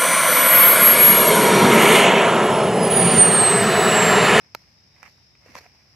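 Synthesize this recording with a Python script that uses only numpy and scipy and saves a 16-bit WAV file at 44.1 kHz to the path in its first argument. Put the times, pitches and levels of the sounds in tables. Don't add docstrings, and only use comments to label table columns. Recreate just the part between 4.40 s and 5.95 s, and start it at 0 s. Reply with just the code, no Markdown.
import sys
import numpy as np
from scipy import signal
from scipy.fft import rfft, irfft, next_fast_len
from scipy.io import wavfile
from scipy.ndimage import map_coordinates

SR = 44100
rng = np.random.default_rng(int(sys.argv[2]) if len(sys.argv) > 2 else 0)


def dump_mix(stems):
    frames = np.atleast_2d(stems).T
    limited = np.clip(frames, -1, 1)
    pcm = np.round(limited * 32767).astype(np.int16)
    wavfile.write(sys.argv[1], SR, pcm)


N = 68355

# frequency in Hz, left-right likeness (1 is mono).
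GROUND_LIKENESS = [(100, 1), (1000, 0.61), (2500, 0.28), (5000, 0.12), (12000, 0.15)]


def amp(db):
    return 10 ** (np.asarray(db) / 20)


def unit(x):
    return x / np.sqrt(np.mean(x ** 2) + 1e-20)


def along(points, hz):
    freqs, values = np.transpose(points)
    return np.interp(np.log(hz + 1), np.log(freqs + 1), values)


def curve(rows):
    return np.interp(np.arange(N) / SR, *np.transpose(rows))


def wobble(rate):
    return map_coordinates(rng.standard_normal(1024), [np.arange(N) * rate / SR], mode="wrap")


def filtered(x, response):
    size = next_fast_len(N + SR // 2)
    return irfft(rfft(x, size) * response(np.fft.rfftfreq(size, 1 / SR)), size)[..., :N]


def coloured(x, points):
    size = 4096
    cepstrum = irfft(np.log(amp(along(points, np.fft.rfftfreq(size, 1 / SR)))))
    cepstrum[1:size // 2] *= 2
    cepstrum[size // 2 + 1:] = 0
    impulse = irfft(np.exp(rfft(cepstrum)))
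    return signal.fftconvolve(x, impulse[None] / np.linalg.norm(impulse), axes=1)[:, :N]


def low_cut(x, hz):
    return signal.sosfilt(signal.butter(2, hz, "high", fs=SR, output="sos"), x)


def spread(pair, likeness):
    turn = lambda hz: np.arccos(np.clip(along(likeness, hz), -1, 1)) / 2
    mid, side = filtered(pair, lambda hz: np.array([np.cos(turn(hz)), np.sin(turn(hz))]))
    return np.array([mid + side, mid - side])


def pan(db):
    return amp(np.array([[.5], [-.5]]) * db)


def placed(x, balance, left_lag_s=.000015):
    phase_per_hz = np.array([[-1j], [1j]]) * np.pi * left_lag_s
    return filtered(x, lambda hz: pan(along(balance, hz)) * np.exp(phase_per_hz * hz))


def tick(start):
    return 1. * (np.arange(N) == int(np.ceil(start * SR)))


def fade(start, t60):
    age = np.arange(N) / SR - start
    return (age >= 0) * amp(-60 * np.maximum(age, 0) / t60)


def ring(start, hz, t60):
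    return fade(start, t60) * np.sin(2 * np.pi * hz * (np.arange(N) / SR - start))


def burst(start, t60):
    noise = rng.standard_normal((2, N)) * fade(start, t60)
    return noise / np.linalg.norm(noise, axis=1, keepdims=True)


def grains(per_s=1900, spread_db=3.5):
    hits = rng.random((2, N)) < per_s / SR
    signs = np.sign(rng.standard_normal((2, N)))
    sizes = amp(spread_db * rng.standard_normal((2, N)))
    return unit(hits * signs * sizes)


def scrapes():
    # start, attack, hold and release (a 20 dB fall) in seconds, grit and leaf levels in dB.
    strokes = [(0, 0.017, 0.042, 0.11, -65, -84), (0.142, 0.01, .025, 0.3, -64.5, -65),
               (0.521, 0.052, 0.11, 0.037, -62.5, -71.5), (0.618, 0.022, 0.028, 0.038, -54, -82),
               (0.673, 0.0064, 0.0061, 0.2, -70, -64), (0.986, 0.11, 0.068, 0.04, -55.5, -63.5),
               (1.139, 0.04, 0.0095, 0.026, -48.5, -50), (1.205, 0.0084, 0.045, 0.086, -57.5, -63),
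               (1.305, 0.034, 0.29, .05, -68.5, -74)]
    # frequency in Hz, level in dB.
    grit_colour = [(100, -21.5), (400, -3), (800, 0.5), (1400, -5.5), (2000, 3), (2600, -0.5), (3400, -17),
                   (4500, -21.5), (8000, -22.5), (16000, -32)]
    leaf_colour = [(500, -8.5), (3300, -6.5), (4400, 7), (6000, 5.5), (8000, -15.5), (10500, -11.5),
                   (13500, -4), (14700, -20), (16000, -52)]
    t = np.arange(N) / SR
    grit_level, leaf_level = np.zeros(N), np.zeros(N)
    for start, attack, hold, release, grit_db, leaf_db in strokes:
        rise = np.clip((t - start) / attack, 0, 1)
        fall = amp(-20 * np.maximum(t - start - attack - hold, 0) / release)
        grit_level += amp(grit_db) * rise * fall
        leaf_level += amp(leaf_db) * rise * fall
    clumps = unit(amp(1.5 * wobble(rate=300)))
    grit = coloured(clumps * grit_level * grains(), grit_colour)
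    leaves = coloured(clumps * leaf_level * grains(), leaf_colour)
    return spread(grit + leaves, GROUND_LIKENESS)


def insects():
    # frequency in Hz, level in dB.
    chorus_colour = [(3000, -45.5), (4300, -27), (4900, 1), (5350, 2.5), (5700, -3), (6300, -23),
                     (8000, -43)]
    # time in seconds, level in dB.
    chorus_level = [(0.0, -62), (0.314, -61.5), (1.156, -62.5), (1.55, -62)]
    note_level = [(0.33, -95), (0.38, -72), (0.442, -74), (0.46, -81), (0.518, -76), (0.546, -68),
                  (0.578, -80), (0.626, -74), (0.69, -85), (0.75, -70.5), (0.82, -73), (0.85, -81),
                  (0.9, -77), (0.945, -71), (0.98, -105)]
    note_hz, usual_db, rise_hz_per_db = 3722, -75, 2
    voices = spread(coloured(rng.standard_normal((2, N)), chorus_colour), likeness=[(5000, 0.053)])
    flutter_db = 1.2 * wobble(160)
    chorus = amp(curve(chorus_level) + 1 + flutter_db) * voices * pan(4.5)
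    effort_db = curve(note_level) + .6 * wobble(37.8)
    pitch = note_hz + rise_hz_per_db * (effort_db - usual_db) + 7 * wobble(61)
    return chorus + amp(effort_db) * np.sin(2 * np.pi * np.cumsum(pitch) / SR)


def air():
    # frequency in Hz, level in dB.
    rumble_colour = [(20, -18), (40, -27.5), (60, -3), (80, -1.5), (125, -2.5), (200, -9.5), (350, -20.5),
                     (800, -55.5), (3000, -78)]
    foliage_colour = [(60, -17), (350, -19), (800, -19.5), (1350, -24.5), (2300, -18.5), (3300, -26),
                      (4300, -23), (6500, -33), (8300, -40), (9300, -37), (10300, -57), (11500, -36),
                      (13500, -46.5), (15000, -40), (16000, -54)]
    # frequency in Hz, left-right likeness.
    likeness = [(60, 1), (700, 0.53), (2300, 0.067), (5000, 0.034), (12000, 0.2)]
    # frequency in Hz, left over right in dB.
    balance = [(100, -1.0), (700, -1.0), (2000, -4.5), (4400, -0.5), (8000, -0.5), (14000, -1.5)]
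    rumble = amp(-62 + 0.17 * wobble(12)) * coloured(rng.standard_normal((2, N)), rumble_colour)
    foliage = amp(-64) * coloured(rng.standard_normal((2, N)), foliage_colour)
    return placed(spread(rumble + foliage, likeness), balance)


def knock(start=.1495, rebound_s=.00226):
    # frequency in Hz, level in dB.
    crack_colour = [(60, -39), (160, -15), (330, -16), (480, 0), (620, 4), (780, 7.5), (1100, 0.5),
                    (1350, 3), (1900, -7.5), (2600, 2.5), (3050, -7), (3550, -17.5), (4000, 0.5), (4400, 0),
                    (5200, -4.5), (7400, -14), (8200, -29), (10500, -22.5), (11300, -11), (12000, -23),
                    (13600, -8), (15000, -18), (16000, -18)]
    # frequency in Hz, level in dB, t60 in seconds.
    stick_modes = [(894, -25.5, 0.018), (1290, -31.5, 0.018), (1640, -54, 0.0095), (2440, -50, 0.0066),
                   (4320, -28, 0.015), (4850, -58, 0.0074)]
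    # frequency in Hz, left over right in dB.
    balance = [(200, 2.5), (700, -1.5), (1300, -5.5), (2300, -15), (3500, 21), (4000, -4), (4900, 2.5),
               (8000, -3), (12000, -1), (14500, 6)]
    thin_band = signal.butter(2, [730, 1880], "band", fs=SR)
    rebound = signal.lfilter(*thin_band, amp(-8.5) * tick(start + rebound_s))
    grit = amp(-11.5) * spread(burst(start, t60=.018), GROUND_LIKENESS)
    crack = amp(-5) * coloured(tick(start) + rebound + grit, crack_colour)
    wood = sum(amp(db) * ring(start, hz, t60) for hz, db, t60 in stick_modes)
    return placed(low_cut(crack - wood, hz=150), balance)


def clacks(overtone_ratio=2.3, attack_s=.00031):
    # start in seconds, level in dB, pitch in Hz, t60 in seconds.
    twigs = [(0.563, -52, 2015, 0.032), (0.6303, -42.5, 1800, 0.0064), (1.0614, -46.5, 483, 0.028),
             (1.0838, -49, 1050, 0.018), (1.154, -29, 1040, 0.014), (1.1647, -36, 993, 0.021),
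             (1.209, -41, 464, 0.011), (1.2582, -43, 766, 0.012), (1.2623, -39.5, 720, 0.015),
             (1.348, -48.5, 846, 0.01)]
    t = np.arange(N) / SR
    out = np.zeros(N)
    for start, db, hz, t60 in twigs:
        modes = ring(start, hz, t60) + amp(-12) * ring(start, hz * overtone_ratio, t60 / 2)
        out += amp(db) * np.clip((t - start) / attack_s, 0, 1) * modes
    return out


def crumble(start, t60, per_s=4600):
    sizes = rng.standard_normal((2, N))
    hits = rng.random((2, N)) < per_s / SR
    shower = hits * sizes * fade(start, t60)
    return shower / (np.linalg.norm(shower, axis=1, keepdims=True) + 1e-20)


def snaps():
    # start in seconds, level in dB, t60 in seconds, left over right in dB, treble trim in dB.
    contacts = [(0.6298, -19.5, 0.01, -2.5, 1.5), (0.6335, -31.5, 0.015, -6, -2),
                (0.6541, -28, 0.0046, 0, -9), (0.6605, -28, 0.0082, -5, -5), (0.6630, -32.5, 0.005, 0, -12),
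                (.953, -39.5, 0.012, 5, -16), (1.081, -42, .006, -1, -2), (1.1529, -20.5, 0.021, 0, 2.5),
                (1.1557, -34.5, 0.011, 7, 13), (1.1696, -29, 0.006, 6, -3), (1.1755, -27, 0.016, -6, -2),
                (1.1812, -26.5, 0.027, 7, 6), (1.1868, -34, 0.011, 2, 15), (1.2428, -36, 0.0076, -5, -3),
                (1.2642, -34, 0.0035, -3, -16)]
    # frequency in Hz, level in dB.
    body_colour = [(100, -8.5), (400, -15.5), (900, -6), (1500, -4.5), (2350, 2.5), (2800, -8), (3500, -30),
                   (6000, -26.5), (16000, -49)]
    treble_colour = [(1000, -18), (3400, -22), (4400, 4), (6000, 5), (8500, -23.5), (13500, -12.5),
                     (14700, -27), (16000, -58)]
    body, treble = np.zeros((2, N)), np.zeros((2, N))
    for start, db, t60, side_db, treble_db in contacts:
        fracture = amp(-2) * tick(start)
        crumbs = spread(crumble(start, t60), GROUND_LIKENESS)
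        crack = amp(db) * pan(side_db) * (fracture + crumbs)
        body += crack
        treble += amp(treble_db - 9) * crack
    return coloured(body, body_colour) + coloured(treble, treble_colour)


def pats():
    # start in seconds, level in dB, t60 in seconds.
    pat_hits = [(0.781, -37, 0.057), (1.06, -32, 0.055), (1.101, -36, 0.034), (1.1528, -17.5, .015),
                (1.1641, -21, 0.033), (1.179, -28, 0.025), (1.207, -33, 0.036)]
    thud_hits = [(1.091, -24, 0.15), (1.155, -30, 0.044)]
    # frequency in Hz, level in dB.
    pat_colour = [(60, -36), (180, -12), (330, -14), (500, 5), (750, -4.5), (1000, -2), (1350, -6),
                  (1800, -8), (3500, -15), (8000, -21.5), (16000, -37)]
    thud_colour = [(40, -18), (110, 5.5), (240, 5.5), (400, -9), (900, -43), (4000, -73)]
    out = np.zeros((2, N))
    for hits, colour in (pat_hits, pat_colour), (thud_hits, thud_colour):
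        puffs = sum(amp(db) * burst(start, t60) for start, db, t60 in hits)
        out += coloured(spread(puffs, GROUND_LIKENESS), colour)
    return out


def scene():
    # frequency in Hz, left over right in dB.
    ground_balance = [(200, -2.5), (700, -1), (1300, -6.5), (2300, -6), (3500, 8), (4400, -5), (8000, -0.5),
                      (14000, -6)]
    return knock() + placed(snaps() + clacks() + pats() + scrapes(), ground_balance) + insects() + air()


def record(dry, low_hz=47, top_hz=15500):
    return filtered(low_cut(dry, low_hz), lambda hz: 1 / np.sqrt(1 + (hz / top_hz) ** 120))


dry = scene()
out = record(dry)
dump_mix(out)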